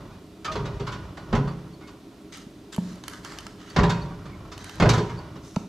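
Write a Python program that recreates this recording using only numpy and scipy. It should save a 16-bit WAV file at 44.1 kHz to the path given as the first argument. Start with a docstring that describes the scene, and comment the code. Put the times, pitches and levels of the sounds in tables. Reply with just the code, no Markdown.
"""Close by in a workshop, the front wheel of a jacked-up mower is steered from lock to lock.
The rusty linkage scrapes and squeaks, then clunks against its stop, shaking the frame.
A hand slaps the tyre and rubs over its gritty tread. The wheel swings twice more, each time
hitting a stop hard and rattling in its slack, and one last slap lands on the tyre."""
import sys
import numpy as np
from scipy import signal
from scipy.fft import rfft, irfft
from scipy.io import wavfile
from scipy.ndimage import uniform_filter1d, minimum_filter1d

SR = 44100
rng = np.random.default_rng(int(sys.argv[2]) if len(sys.argv) > 2 else 0)


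def put_to_file(sound):
    """Save the sound as 16-bit audio at rate SR, in the file named by the first command-line argument."""
    columns = np.atleast_2d(sound).T  # one column per channel
    safe = np.clip(columns, -1, 1)
    whole_steps = np.round(safe * 32767)
    wavfile.write(sys.argv[1], SR, whole_steps.astype(np.int16))


N = 250488

# Blows in the linkage. Each row: start in seconds, then clank, thud and hard edge levels in dB.
BLOWS = [(0.009, -47, -39, -52), (0.119, -46, -54, -50), (0.447, -29, -39, -28), (0.518, -28.5, -42, -27.5),
         (0.556, -24, -19.5, -32), (0.656, -30.5, -28, -34.5), (0.798, -33, -26, -37.5),
         (0.869, -25.5, -48, -33), (0.921, -27.5, -54, -31.5), (1.172, -36, -36, -41),
         (1.329, -19.5, -9.5, -33.5), (1.351, -20.5, -28, -29.5), (1.371, -32, -14.5, -56),
         (1.439, -39.5, -27, -52), (1.475, -32, -40, -42.5), (1.809, -41, -57.5, -48),
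         (1.874, -40.5, -55, -42), (3.764, -15.5, -14, -25.5), (3.788, -16.5, -6.5, -28),
         (3.834, -17.5, -17, -26.5), (3.896, -20.5, -35, -22), (4.109, -38, -30, -62),
         (4.255, -38.5, -41, -43), (4.518, -36.5, -54, -34.5), (4.801, -17, -14.5, -24.5),
         (4.823, -15.5, -8, -25.5), (4.857, -17, -12.5, -33), (4.892, -18.5, -20.5, -18.5),
         (4.936, -20, -25, -25), (4.981, -23.5, -21, -29.5), (5.095, -27, -46, -39), (5.181, -34, -43, -54),
         (5.356, -41, -39, -42.5)]
# Where a blow's clank, thud, body, edge and fizz sit, in Hz.
BLOW_BAND_HZ = [1150, 170, 430, 5000, 11500]
# Tone of the dense clatter. Each row: frequency in Hz, level in dB.
CLATTER_EQ = [(18, -29), (30, -26), (45, -12), (75, -14.5), (148, -3), (260, -9.5), (420, -9), (560, -16),
              (800, -17), (1000, -18.5), (2400, -31), (4600, -34), (7000, -34.5), (9800, -47),
              (12000, -45.5), (15500, -70)]
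# Decay of the clatter. Each row: frequency in Hz, T60 in seconds.
CLATTER_T60 = [(50, 0.35), (170, 0.6), (450, 0.27), (1100, 0.21), (3000, 0.19), (7000, 0.12), (14000, 0.13)]
# Strongest modes of axle, rim and frame. Each row: pitch in Hz, level in dB, T60 in seconds.
FRAME_MODES = [(41.5, -9.5, 0.29), (59.3, -13, 0.54), (113.5, -5.5, 0.37), (141.5, -6, 0.55),
               (170.5, -12.5, 0.6), (216, -9.5, 0.39), (345.7, -15.5, 0.62), (408.6, -8, 0.39),
               (434, -11, 0.49), (582.4, -10, 0.29), (777, -14, 0.34), (937, -16.5, 0.6),
               (1001, -15.5, 0.4), (1270, -34, 0.24), (1300, -19.5, 0.15), (1460, -16.5, 0.38),
               (2133, -16, 0.23), (2150, -32, 0.28), (2490, -25.5, 0.54), (3400, -18, 0.11),
               (4450, -20, 0.41), (6400, -3, 0.035)]


def linkage(contact_s=.0019, full_blow_db=-12.5, glance_s_per_db=.00018, crack=.59, crack_s=.0058):
    """Each blow sets off a clatter of short modes, rings the struck part and leaves the frame humming."""
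    out, t = np.zeros((2, N)), np.arange(2 ** 15) / SR
    clatter_size = len(t) // 2
    clatter_trim_db, hum_trim_db = (-4, -11, -6, -5, -3), (-4, -5, -3, -4, -4)
    bands_hz = [(700, 2000), (50, 250), (300, 700), (2500, 8000), (9500, 14000)]
    hz = bins(t)
    power = amp(curve(CLATTER_EQ, hz)) ** 2
    share_db = 10 * np.log10([power[(hz > lo) & (hz < hi)].sum() / power.sum() for lo, hi in bands_hz])
    modes = np.array([(-1) ** k * ring(t, *mode) for k, mode in enumerate(FRAME_MODES)])
    mode_hz = np.array(FRAME_MODES)[:, 0]
    for start, clank, thud, edge in BLOWS:
        body = clank + .57 * (thud - clank) - 5.5
        fizz = edge - 27 - .4 * max(thud - edge, 0)  # a heavy thud damps the fizz
        force_db = np.array([clank, thud, body, edge, fizz])
        clatter = resonances(stereo_noise(clatter_size), depth_db=3, spacing_hz=129.5)
        clatter = unit_rms(eq(clatter, CLATTER_EQ))
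        clatter = eq(clatter, zip(BLOW_BAND_HZ, force_db + clatter_trim_db - share_db))
        clatter = decay(clatter, CLATTER_T60)
        spot_db = 5 * rng.standard_normal(len(modes))  # each spot favours other modes
        hum = amp(spot_db + curve(zip(BLOW_BAND_HZ, force_db + hum_trim_db), mode_hz)) @ modes
        part_hz = np.array([150, 370, 1050, 3700]) * (1 + .13 * rng.uniform(-.99, 1, 4))
        part_db, part_t60 = (thud - 4, body - 6, clank - 6, edge - 8), (.15, .1, .1, .1)
        part = sum(ring(t, *mode) for mode in zip(part_hz, part_db, part_t60))
        cushion_s = contact_s * np.exp((full_blow_db - clank) / 24)  # rust cushions a weak blow most
        glance_s = glance_s_per_db * max(clank - thud, 0)  # a glancing blow scrapes and rises slower
        attack = 1 - np.exp(-t / (cushion_s + glance_s))
        bite = attack * (1 + crack * np.exp(-t / crack_s))
        add(out, start - .002, (hum + part) * attack)
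        add(out, start - .002, clatter * bite[:clatter_size])
    return out


# Swings of the wheel. Each row: start in seconds, seconds until the release, level in dB.
WHEEL_SWINGS = [(-.1, .14, -41), (0.45, 0.51, -35.5), (1.11, .14, -42), (1.235, 0.11, -34.5),
                (1.719, 0.26, -50), (2.796, 0.69, -46), (3.721, 0.2, -32.5), (4.147, 0.36, -41),
                (4.726, 0.51, -38)]
# Tone of grinding rust. Each row: frequency in Hz, level in dB.
RUST_EQ = [(21, -35), (35, -0.5), (184, 4.5), (241, -15), (323, -7), (348, -1.5), (540, -12), (595, -8.5),
           (817, -14.5), (970, -8.5), (2770, -26.5), (5490, -31), (12000, -65), (15600, -76), (22000, -120)]


def pivot(attack_s=.064, release_db_per_s=37.5, creep_db=-51, hard_swing_db=-35):
    """Rust flakes grind in spurts and sound through the axle; between swings the pivot only creeps."""
    t, effort = np.arange(N) / SR, np.full(N, amp(creep_db))
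    for start, hold, db in WHEEL_SWINGS:
        push = np.clip((t - start) / attack_s, 0, 1)
        release_db = release_db_per_s * np.maximum(t - start - hold, 0)
        effort = np.maximum(effort, push * amp(db - release_db))
    spurts = flicker(per_s=110, depth_db=2.5)
    grind = resonances(stereo_noise(N) * spurts, depth_db=4.5, spacing_hz=91.2)
    grind = unit_rms(eq(grind, RUST_EQ))
    rumble = eq(grind, [(170, 0), (260, -40)])
    shake = np.minimum(effort / amp(hard_swing_db), 1) ** .3  # only a hard swing rumbles in full
    return effort * (grind - rumble + shake * rumble)


# Squeaks of dry joints. Each row: start in seconds, length in seconds, pitch in Hz, level in dB.
JOINT_SQUEAKS = [(0.446, 0.046, 1290, -34), (0.476, 0.054, 1236, -24.5), (0.481, 0.1, 634, -36.5),
                 (0.794, 0.067, 398, -31), (1.472, 0.064, 4520, -51), (1.726, 0.042, 4520, -55),
                 (1.812, 0.11, 2170, -55), (3.695, 0.043, 4520, -49), (4.012, 0.034, 4490, -47),
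                 (4.314, 0.072, 2200, -50), (4.982, 0.069, 426, -21), (5.168, 0.055, 4490, -45)]


def squeaks(waver=.016, overtone_db=-22, roughness=.41):
    """Stick and slip locks briefly onto one wavering mode."""
    out = np.zeros(N)
    for start, length, hz, db in JOINT_SQUEAKS:
        progress = np.linspace(0, 1, int(length * SR))
        wander = uniform_filter1d(rng.standard_normal((2, SR)), size=160)
        drift, grip = unit_rms(uniform_filter1d(wander, size=40))[:, :len(progress)]
        phase = 2 * np.pi * np.cumsum(hz * (1 + waver * drift)) / SR
        swell = np.sin(np.pi * progress ** .56) ** 2 * (1 + roughness * grip)
        add(out, start, amp(db) * swell * (np.sin(phase) + amp(overtone_db) * np.sin(2 * phase)))
    return out


# Slaps on the tyre. Each row: start in seconds, then thump, pat and air ring levels in dB.
TYRE_SLAPS = [(2.467, -18.5, -52, -55), (2.784, -0.5, -25.5, -23.5), (2.916, -17.5, -65, -41),
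              (5.568, 1, -21, -51)]
# The air ringing inside the tyre. Each row: pitch in Hz, level in dB, T60 in seconds.
CAVITY_MODES = [(179.8, -2.5, 0.54), (203, -2.5, 0.18)]


def slaps(thump_hz=185, thump_t60=.027, pat_hz=900, pat_t60=.022, attack_s=.0059):
    """The fingers pat the tread, the palm dents the rubber, and the air inside rings on."""
    out, t = np.zeros(N), np.arange(SR // 2) / SR
    for start, thump_db, pat_db, air_db in TYRE_SLAPS:
        pat = ring(t, pat_hz, pat_db, pat_t60) + ring(t, .725 * pat_hz, pat_db, pat_t60)
        thump = ring(t, thump_hz, thump_db, thump_t60)
        air = sum(ring(t, hz, air_db + db, t60) for hz, db, t60 in CAVITY_MODES)
        add(out, start - .003, pat)
        add(out, start, (thump + air) * (1 - np.exp(-t / attack_s)))
    return out


# Strokes of hand and sleeve. Each row: start and length in seconds, level and treble tilt in dB.
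STROKES = [(2.32, 0.13, -44.5, -1.5), (2.722, 0.041, -39.5, 1), (2.767, 0.27, -52.5, 6),
           (3.029, 0.19, -44.5, -8.5), (3.23, 0.326, -45.5, -4), (3.578, 0.28, -49.5, -7.5),
           (4.569, 0.41, -47, -7.5), (5.416, 0.26, -53.5, 7)]
# Tone of rubbed rubber. Each row: frequency in Hz, level in dB.
RUBBER_EQ = [(410, -21), (700, -11), (1190, -4.5), (1920, -4.5), (2280, -9), (2560, -12), (2870, -8),
             (6420, -7.5), (12000, -29.5), (15500, -35)]


def rubbing():
    """Each stroke swells quickly and trails off, catching and sliding over the blocks of the tread."""
    out = np.zeros((2, N))
    catches = flicker(per_s=1300, depth_db=3) * flicker(per_s=31, depth_db=4)
    friction = unit_rms(eq(stereo_noise(N) * catches, RUBBER_EQ))
    for start, length, db, tilt_db in STROKES:
        swell = np.sin(np.pi * np.linspace(0, 1, int(length * SR)) ** .57)
        stroke = friction[:, int(start * SR):][:, :len(swell)]
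        stroke = resonances(stroke, depth_db=3.5, spacing_hz=259)
        stroke = unit_rms(eq(stroke, [(1500, 0), (7000, tilt_db)]))
        add(out, start, amp(db) * stroke * swell[:stroke.shape[1]])
    return out


def fine_grit(per_s=6.6):
    """Cues for faint snaps scattered through every stroke, as rows like those of GRIT_SNAPS."""
    jitter = rng.random((len(STROKES), 16))
    return [(start + (k + offset) / per_s, db + 11.5, db - 4.5)
            for (start, length, db, _), offsets in zip(STROKES, jitter)
            for k, offset in enumerate(offsets) if k + offset < length * per_s]


# The standout snaps of grit, and at 5.561 s the dull click of fingertips as the last slap lands. Each row:
# start in seconds, level in dB, sparkle in dB.
GRIT_SNAPS = [(2.726, -35, -58), (3.0377, -24.5, -57), (3.0809, -18.5, -36), (3.135, -26, -55),
              (3.2482, -22.5, -53), (3.3864, -22, -44.5), (3.4665, -22.5, -52), (4.578, -28, -52),
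              (4.6434, -26, -47), (4.6945, -24.5, -48), (5.5611, -20, -52)]
# Tone of a snap. Each row: frequency in Hz, level in dB.
SNAP_EQ = [(200, -23), (1000, -2), (4500, -5), (7000, -5.5), (9500, 4.5), (12500, 2.5), (15500, -30)]


def grit(attack_s=.0005, fade_s=.0017):
    """Grit snaps under the fingers, and fingertips click on the tread, in tiny dry bursts, some dull and some
    sparkling."""
    out, t = np.zeros((2, N)), np.arange(2048) / SR
    envelope = (1 - np.exp(-t / attack_s)) * np.exp(-t / fade_s)
    for start, db, sparkle_db in GRIT_SNAPS + fine_grit():
        burst = unit_rms(eq(stereo_noise(len(t)), SNAP_EQ))
        add(out, start, envelope * eq(burst, [(6500, db + 3), (10000, sparkle_db + 8)]))
    return out


# Resonances of the tread. Each row: pitch in Hz, level in dB, T60 in seconds.
GROOVE_MODES = [(1348, -34.5, 0.055), (1720, -39, 0.062), (3070, -33.5, 0.045), (4530, -34, .04),
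                (6130, -67, 0.049), (6440, -43, .03)]


def grooves(x):
    """Small sounds on the tyre ring in its grooves as in short pipes."""
    t = np.arange(4096) / SR
    response = sum(ring(t, *mode) for mode in GROOVE_MODES)
    return signal.oaconvolve(x, response[None], axes=1)[:, :N]


# Decay of the room. Each row: frequency in Hz, T60 in seconds.
WORKSHOP_T60 = [(60, 0.9), (200, 0.91), (1000, 0.73), (4000, 0.69), (12000, 0.58)]


def workshop_reverb(send, build_s=.0055):
    """The workshop's reflections build into a diffuse tail."""
    t = np.arange(SR) / SR
    tail = decay(stereo_noise(SR), WORKSHOP_T60) * (1 - np.exp(-(t / build_s) ** 2))
    return signal.fftconvolve(send.mean(0)[None], tail / np.linalg.norm(tail[0]), axes=1)[:, :N]


# Colour of the background. Each row: frequency in Hz, level in dB.
ROOM_TONE_EQ = [(15, -54), (25, -18), (140, -19), (188, -1.5), (233, -9.5), (267, -4.5), (331, -2.5),
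                (359, -17.5), (410, -4), (445, -18), (482, -20), (762, -20), (826, -34), (3830, -32),
                (15500, -47.5)]


def room_tone(level_db=-46.5):
    """A steady, low bed of workshop noise."""
    return amp(level_db) * unit_rms(eq(stereo_noise(N), ROOM_TONE_EQ))


# Stereo width of all the noise. Each row: frequency in Hz, side against mid in dB.
SIDE_EQ = [(50, -30), (125, -25.5), (250, -23.5), (500, -16.5), (1000, -12), (2000, -7.5), (8000, -9),
           (13000, -6.5)]


def stereo_noise(size):
    """Noise at two close microphones: alike in the bass, less so in the treble."""
    mid, side = rng.standard_normal((2, size))
    side = eq(side, SIDE_EQ)
    return np.array([mid + side, mid - side])


def amp(db):
    """Decibels to gain."""
    return 10 ** (np.asarray(db) / 20)


def unit_rms(x):
    """Scales to an rms of one."""
    return x / np.sqrt(np.mean(x ** 2) + 1e-20)


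def curve(points, hz):
    """Reads (Hz, value) points joined by straight lines over log frequency."""
    point_hz, value = np.transpose(sorted(map(tuple, points)))
    return np.interp(np.log(hz + 1), np.log(point_hz + 1), value)


def add(mix, start, sound):
    """Mixes a sound in at a start time in seconds."""
    part = mix[..., max(round(start * SR), 0):][..., :sound.shape[-1]]
    part += sound[..., :part.shape[-1]]


def bins(x):
    """The frequencies of a signal's spectrum."""
    return np.fft.rfftfreq(x.shape[-1], 1 / SR)


def eq(x, points):
    """Filters by a curve of (Hz, dB) points."""
    return irfft(rfft(x) * amp(curve(points, bins(x))), x.shape[-1])


def decay(x, t60s):
    """Lets each frequency die at its own speed."""
    hz, t, spectra = signal.stft(x, SR, nperseg=256)
    fade = amp(-60 * t / curve(t60s, hz)[:, None])
    return signal.istft(spectra * fade, SR, nperseg=256)[1][:, :x.shape[-1]]


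def ring(t, hz, db, t60):
    """One damped mode."""
    return amp(db - 60 * t / t60) * np.sin(2 * np.pi * hz * t)


def flicker(per_s, depth_db):
    """A gain that jumps about at random."""
    heights = np.clip(rng.standard_normal(N), -2, 2)
    return unit_rms(amp(depth_db * np.interp(np.arange(N) / SR * per_s, np.arange(N), heights)))


def resonances(x, depth_db, spacing_hz):
    """Crowded resonances: random peaks and valleys across the spectrum."""
    heights = np.clip(rng.standard_normal(1024), -2, 2)
    ripple_db = depth_db * np.interp(bins(x) / spacing_hz, np.arange(1024), heights)
    return irfft(rfft(x) * unit_rms(amp(ripple_db)), x.shape[-1])


def scene():
    """Metal and hand sound close by; the workshop answers faintly."""
    metal = linkage() + squeaks() + pivot()
    rub, snaps, thumps = rubbing(), grit(), slaps()
    fingers = rub + snaps + grooves(amp(-19.5) * rub + snaps)
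    bed = room_tone()
    send = amp(-11) * metal + amp(-8) * fingers + amp(-11.5) * thumps
    return metal + fingers + thumps + workshop_reverb(send) + bed


# Balance of the two microphone ports. Each row: frequency in Hz, left minus right in dB.
PORT_BALANCE = [(100, -.4), (500, -1.2), (2000, -1.5), (4000, -1.2), (8000, .8), (13000, -.6)]


def record(dry, left_lag_s=9e-6, ceiling_db=-5, cutoff_hz=15500):
    """The ports differ a little in level and delay; a limiter holds the peaks; a low-pass trims the top."""
    hz = bins(dry)
    left = amp(curve(PORT_BALANCE, hz) / 2) * np.exp(-1j * np.pi * hz * left_lag_s)
    ports = irfft(rfft(dry) * np.array([left, 1 / left]), N)
    gain = 1 / np.maximum(abs(ports).max(0) / amp(ceiling_db), 1)
    limited = ports * uniform_filter1d(minimum_filter1d(gain, size=400), size=400)
    lowpass = signal.firwin(511, cutoff_hz, window=("kaiser", 9), fs=SR)
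    return signal.oaconvolve(limited, lowpass[None], "same")


dry = scene()
out = record(dry)
put_to_file(out)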